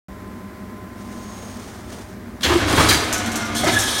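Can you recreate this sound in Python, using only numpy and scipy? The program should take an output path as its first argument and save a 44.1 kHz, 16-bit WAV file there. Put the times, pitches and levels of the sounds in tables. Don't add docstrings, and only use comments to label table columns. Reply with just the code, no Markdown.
import sys
import numpy as np
from scipy import signal
from scipy.fft import rfft, irfft
from scipy.io import wavfile
from scipy.ndimage import map_coordinates

SR = 44100
rng = np.random.default_rng(int(sys.argv[2]) if len(sys.argv) > 2 else 0)


def wav_out(sig):
    wavfile.write(sys.argv[1], SR, np.round(np.clip(np.atleast_2d(sig).T, -1, 1) * 32767).astype(np.int16))


N = 4 * SR


def undb(db):
    return 10 ** (np.asarray(db) / 20)


def unit_rms(x):
    return x / np.sqrt(np.mean(x ** 2))


def clock():
    return np.arange(N) / SR


def curve(table, column=1):
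    rows = np.array(table)
    return np.interp(clock(), rows[:, 0], rows[:, column])


def colour(x, points, centre_hz=1000, half_width_oct=None):
    n, rows = 2 * len(x), np.array(points)
    log_f = np.log2(np.maximum(np.fft.rfftfreq(n, 1 / SR), 1))
    db = np.interp(log_f, np.log2(rows[:, 0]), rows[:, 1])
    if half_width_oct:
        db -= 20 * np.log10(1 + ((log_f - np.log2(centre_hz)) / half_width_oct) ** 2)
    cepstrum = irfft(np.log(unit_rms(undb(db))))
    cepstrum[1:n // 2] *= 2
    cepstrum[n // 2 + 1:] = 0
    return irfft(rfft(x, n) * np.exp(rfft(cepstrum)))[:len(x)]


def drift(rate_hz):
    knots = rng.standard_normal(4000)
    return unit_rms(np.interp(clock() * rate_hz, np.arange(len(knots)), knots))


def tone(hz, wobble, rate_hz):
    wavering_hz = hz * (1 + wobble * drift(rate_hz))
    return np.sqrt(2) * np.sin(2 * np.pi * np.cumsum(wavering_hz) / SR)


def chatter(per_s, spread_db, size=N):
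    hits = rng.random(size) < per_s / SR
    signs = rng.choice([-1, 1], size)
    return unit_rms(hits * signs * undb(spread_db * np.clip(rng.standard_normal(size), -2, 2)))


def dense_ring(t60_s, size=SR):
    h = rng.standard_normal(size) * undb(-60 * np.arange(size) / SR / t60_s)
    return h / np.linalg.norm(h)


def modal_ring(modes):
    t = np.arange(SR) / SR
    h = sum(undb(db - 60 * t / t60) / np.sqrt(t60) * np.sin(2 * np.pi * hz * t) for hz, db, t60 in modes)
    return h / np.linalg.norm(h)


def convolve(x, h):
    return signal.fftconvolve(x, h)[:len(x)]


def swell(at_s, sigma_s):
    return np.exp(-.5 * ((clock() - at_s) / sigma_s) ** 2)


# f/Hz, gain/dB
IDLE_SPECTRUM = [(25, -34), (55, -1.5), (115, -4.5), (155, -19.5), (230, -5.5), (380, -6.5), (480, -15.5),
                 (1300, -18.5), (2100, -21.5), (2700, -31.5), (9000, -38), (15500, -39)]
# f/Hz, width/Hz, level/dB
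PANEL_BANDS = [(75, 13, -51.5), (198.3, 37, -41), (236.9, 21.6, -42.5)]
# f/Hz, level/dB
HUM_TONES = [(98.5, -47), (614, -52.5)]
# t/s, level/dB
WHINE_ENVELOPE = [(0, -49), (1.2, -47.5), (1.32, -46.5), (1.75, -59)]


def motor_idle(whine_hz=1029):
    out = undb(-38.5 + 0.15 * drift(4.55)) * colour(rng.standard_normal(N), IDLE_SPECTRUM)
    f = np.fft.rfftfreq(N, 1 / SR)
    for hz, width_hz, db in PANEL_BANDS:
        band = rfft(rng.standard_normal(N)) / (1 + (2 * (f - hz) / width_hz) ** 2)
        out += undb(db) * unit_rms(irfft(band, N))
    for hz, db in HUM_TONES:
        out += undb(db + drift(7.1)) * tone(hz, 0.0057, 25.04)
    return out + undb(curve(WHINE_ENVELOPE) + 0.72 * drift(17.8)) * tone(whine_hz, 0.0015, 9.75)


# t/s, level/dB
SCRAPE_ENVELOPE = [(.88, -70), (1.0, -45), (1.28, -42), (1.66, -40.5), (1.85, -47), (1.93, -40),
                   (2.03, -44), (2.2, -57)]
# f/Hz, gain/dB
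SCRAPE_SPECTRUM = [(200, 4.5), (700, 4.5), (2600, -7), (3250, -5.5), (4000, -8), (6400, -5.5), (7600, -11),
                   (9400, -7.5), (10500, -19)]
SCUFF_TIMES_S = [1.902, 1.926, 1.992]
# t/s, sigma/s, f/Hz, level/dB, wobble/fraction
SHEET_SQUEALS = [(1.307, 0.024, 1055, -44, .04), (1.38, 0.15, 6540, -50, 0.0072)]


def sheet_slide():
    scuff_db = 5 * sum(swell(at, sigma_s=0.004) for at in SCUFF_TIMES_S)
    scrape = colour(chatter(9000, 2.3), SCRAPE_SPECTRUM)
    scrape *= undb(curve(SCRAPE_ENVELOPE) + scuff_db + 1.4 * drift(70))
    squeals = sum(undb(db) * swell(at, sigma_s) * tone(hz, wobble, 450)
                  for at, sigma_s, hz, db, wobble in SHEET_SQUEALS)
    return scrape + squeals


# t/s, level/dB, hold/s, release/s, centre/Hz, half-width/oct
FRAME_BLOWS = [(2.408, -29, 0.0032, 0.01, 3020, 4.3), (2.43, -13.5, 0.022, 0.011, 3600, 0.55),
               (2.433, -18, 0.024, 0.083, 1170, 3.4), (2.497, -25, 0.045, 0.021, 1070, 0.45),
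               (2.69, -17.5, 0.051, 0.046, 487, 0.76), (2.776, -9.5, 0.027, 0.043, 450, 1.94),
               (2.886, -13.5, 0.026, 0.039, 5900, 0.84), (2.897, -15.5, 0.019, 0.027, 1540, 0.71),
               (3.631, -18, 0.021, 0.025, 420, 1.7), (3.66, -13, 0.029, 0.028, 1020, 1.55),
               (3.661, -15.5, 0.052, 0.018, 356, 0.19), (3.674, -19, 0.022, 0.023, 3820, 0.45),
               (3.705, -21, 0.027, 0.022, 105, 0.45)]
# f/Hz, gain/dB
FRAME_SPECTRUM = [(30, -34), (105, 13), (380, -0.5), (480, -8), (650, 1), (1300, -3), (3500, -6),
                  (6500, -14), (15500, -16.5)]


def frame_blows(attack_s=0.001):
    out, t = np.zeros(N + SR), np.arange(SR // 2) / SR
    for at, db, hold_s, release_s, hz, half_width_oct in FRAME_BLOWS:
        envelope = np.minimum(t / attack_s, 1) * np.exp(-np.maximum(t - hold_s, 0) / release_s)
        contacts = unit_rms(convolve(chatter(1900, 2.3, size=len(t)), dense_ring(0.014, size=1024)))
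        i = int(at * SR)
        out[i:i + len(t)] += undb(db) * colour(contacts * envelope, FRAME_SPECTRUM, hz, half_width_oct)
    return out[:N]


# f/Hz, level/dB, T60/s
FRAME_RESONANCES = [(76.1, 7.5, 0.38), (101.3, 0, 0.29), (751, -5.5, 0.24), (1279, 3, 0.43)]


def frame_ring(drive):
    return undb(-20) * convolve(drive, modal_ring(FRAME_RESONANCES))


# t/s, crunch/dB, rumble/dB
LOAD_ENVELOPE = [(2.42, -34, -55), (2.46, -20.5, -27), (2.66, -21, -23.5), (2.75, -20, -17.5),
                 (2.8, -14, -17), (2.98, -20, -22), (3.08, -23, -35.5), (3.5, -28.5, -32.5),
                 (3.8, -25, -31.5), (4, -27.5, -43)]
# f/Hz, gain/dB
CRUNCH_SPECTRUM = [(100, -27.5), (270, 7.5), (500, 0.5), (1500, 0.5), (2600, -5), (3400, -7.5), (6500, -16),
                   (15500, -54)]
# f/Hz, gain/dB
RUMBLE_SPECTRUM = [(25, -18), (72, 0), (120, 9), (160, -6.5), (300, -1.5), (2000, -53.5)]
# t/s, level/dB
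TEAR_ENVELOPE = [(2.43, -33), (2.55, -31), (2.66, -37.5), (2.695, -27.5), (2.74, -25), (2.8, -22.5),
                 (2.86, -24), (2.93, -24), (3.0, -31), (3.1, -37.5), (3.25, -41.5)]
# f/Hz, gain/dB
STEEL_SPECTRUM = [(2750, -16.5), (3200, 2), (4400, -4), (4900, -6), (9500, -4.5), (10300, -9), (15500, -20)]


def blade_stroke():
    crunch = colour(chatter(2200, 1.06), CRUNCH_SPECTRUM) * undb(curve(LOAD_ENVELOPE) + 1.63 * drift(60))
    rumble = colour(rng.standard_normal(N), RUMBLE_SPECTRUM) * undb(curve(LOAD_ENVELOPE, column=2))
    tear = colour(chatter(2500, 1.1), STEEL_SPECTRUM) * undb(curve(TEAR_ENVELOPE) + 1.1 * drift(70))
    return (crunch + rumble + tear) * (clock() > LOAD_ENVELOPE[0][0])


# t/s, level/dB
CLAMP_JUDDERS = [(2.478, -19), (2.5, -8), (2.517, -12.5), (2.535, -16), (2.553, -3.5), (2.561, -17),
                 (2.623, -12), (2.66, -11), (2.692, -15), (2.732, -11.5)]


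def clamp_groan(start_hz=354, sag_hz_per_s=240, rise_s=0.0066):
    t, envelope = clock(), 0
    for at, db in CLAMP_JUDDERS:
        age = np.maximum(t - at, 0) / rise_s
        envelope += undb(db) * age * np.exp(1 - age)
    hz = start_hz - sag_hz_per_s * (t - CLAMP_JUDDERS[0][0])
    return undb(-7.5) * envelope * tone(hz, 0.0306, 90)


def plate_ring(modes_hz, t60_s=0.16, spread_db=6):
    t = np.arange(SR // 3) / SR
    gains = undb(spread_db * np.clip(rng.standard_normal(len(modes_hz)), -2, 1))
    phases = 2 * np.pi * rng.random((len(modes_hz), 1))
    h = gains @ np.sin(2 * np.pi * modes_hz[:, None] * t + phases) * undb(-60 * t / t60_s)
    return h / np.linalg.norm(h)


# t/s, level/dB
STRIP_CLINKS = [(2.888, -15), (3.127, -12.5), (3.179, -22), (3.259, -23), (3.317, -24), (3.357, -18),
                (3.412, -30), (3.452, -29), (3.55, -22), (3.564, -27), (3.638, -20), (3.673, -20),
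                (3.735, -19), (3.788, -14), (3.801, -16), (3.981, -19.5)]
# f/Hz, gain/dB
CLINK_SPECTRUM = [(1000, -6.5), (4900, -9.5), (5600, -0.5), (7600, -2.5), (9500, -8.5), (12000, -11.5),
                  (15500, -23)]


def strip_clinks(modes_hz, decay_s=0.019):
    out, t = np.zeros(N + SR), np.arange(SR // 2) / SR
    for at, db in STRIP_CLINKS:
        contacts = chatter(6000, 2.9, size=len(t)) * np.exp(-t / decay_s)
        ringing = convolve(contacts, plate_ring(modes_hz))
        i = int(at * SR)
        out[i:i + len(t)] += undb(db) * (undb(-2.5) * contacts + undb(-10) * ringing)
    return colour(out[:N], CLINK_SPECTRUM)


# t/s, f/Hz, level/dB
MESH_TRACK = [(2.95, 245.5, -53), (3.1, 237, -29), (3.27, 226.9, -32.5), (3.45, 220.2, -28.5),
              (3.62, 230.5, -26.5), (3.85, 251.3, -32), (4, 253.3, -56)]
# frequency ratio, level/dB
MESH_PARTIALS = [(1, -4), (1.33, -8.5), (3.12, -8.5), (5.36, -11), (6.4, -8.5), (9.5, -13.5)]


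def gear_whine():
    mesh_hz = curve(MESH_TRACK)
    envelope = undb(curve(MESH_TRACK, column=2)) * (clock() > MESH_TRACK[0][0])
    return envelope * sum(undb(db + 3.4 * drift(30)) * tone(ratio * mesh_hz, 0.01403, 120)
                          for ratio, db in MESH_PARTIALS)


def flex(x, depth_s=0.0001, rate_hz=30):
    return map_coordinates(x, [(clock() + depth_s * drift(rate_hz)) * SR], mode="nearest")


# t/s, level/dB
SKID_ENVELOPE = [(3.54, -43), (3.565, -20.5), (3.64, -32.5), (3.73, -24.5), (3.8, -26), (3.87, -24.5),
                 (4, -26)]
# f/Hz, level/dB, T60/s
STRIP_RESONANCES = [(1687, 8, 0.078), (3057, 3, 0.28), (3330, 8, 0.17), (3700, -9, 0.28), (4150, -9, 0.12)]


def strip_skid(modes_hz, contact_shift_s=0.06):
    t, start_s = clock(), SKID_ENVELOPE[0][0]
    contacts = chatter(1600, 1.7) * undb(curve(SKID_ENVELOPE) + 2 * drift(40)) * (t > start_s)
    spot = np.maximum(t - start_s, 0) // contact_shift_s
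    rattle = sum(convolve(contacts * (spot == k), plate_ring(modes_hz)) for k in np.unique(spot))
    scrape = convolve(contacts, dense_ring(0.046))
    ringing = flex(convolve(contacts, modal_ring(STRIP_RESONANCES)))
    return colour(undb(-3) * scrape + undb(-7) * rattle, STEEL_SPECTRUM) + undb(-5.5) * ringing


def strip_screech(hz=1703, onset_s=3.734, attack_s=0.001, decay_s=0.14):
    age_s = np.maximum(clock() - onset_s, 0)
    tail = undb(-23.5) * (1 - np.exp(-age_s / attack_s)) * np.exp(-age_s / decay_s)
    peak = undb(-15) * swell(at_s=3.771, sigma_s=0.005)
    squeak = tone(hz, 0.0248, 500) + undb(-10) * tone(2 * hz, 0.0159, 550)
    return (peak + tail) * squeak


def cut_strip(mode_count=110, low_hz=2920, high_hz=15220):
    positions = (np.arange(mode_count) + rng.random(mode_count)) / mode_count
    modes_hz = low_hz + (high_hz - low_hz) * positions
    return strip_clinks(modes_hz) + strip_skid(modes_hz) + strip_screech()


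def workshop_reverb(x, t60_s=0.55):
    response = colour(dense_ring(t60_s), [(100, -7.5), (2000, 2.5), (6400, 3.5), (15000, -7)])
    return convolve(x, response)


def scene():
    frame = frame_blows() + blade_stroke()
    shear = frame + frame_ring(frame) + cut_strip()
    in_room = undb(-2) * shear + undb(-11.5) * workshop_reverb(shear)
    return (in_room + clamp_groan() + gear_whine() + sheet_slide() + motor_idle())[None]


def record(dry):
    ceiling, start_s, cutoff_hz = 0.85, 0.084, 15850
    clipped = ceiling * np.tanh(dry / ceiling) * (clock() > start_s)
    return signal.sosfilt(signal.ellip(10, .2, 80, cutoff_hz, fs=SR, output="sos"), clipped)


dry = scene()
out = record(dry)
wav_out(out)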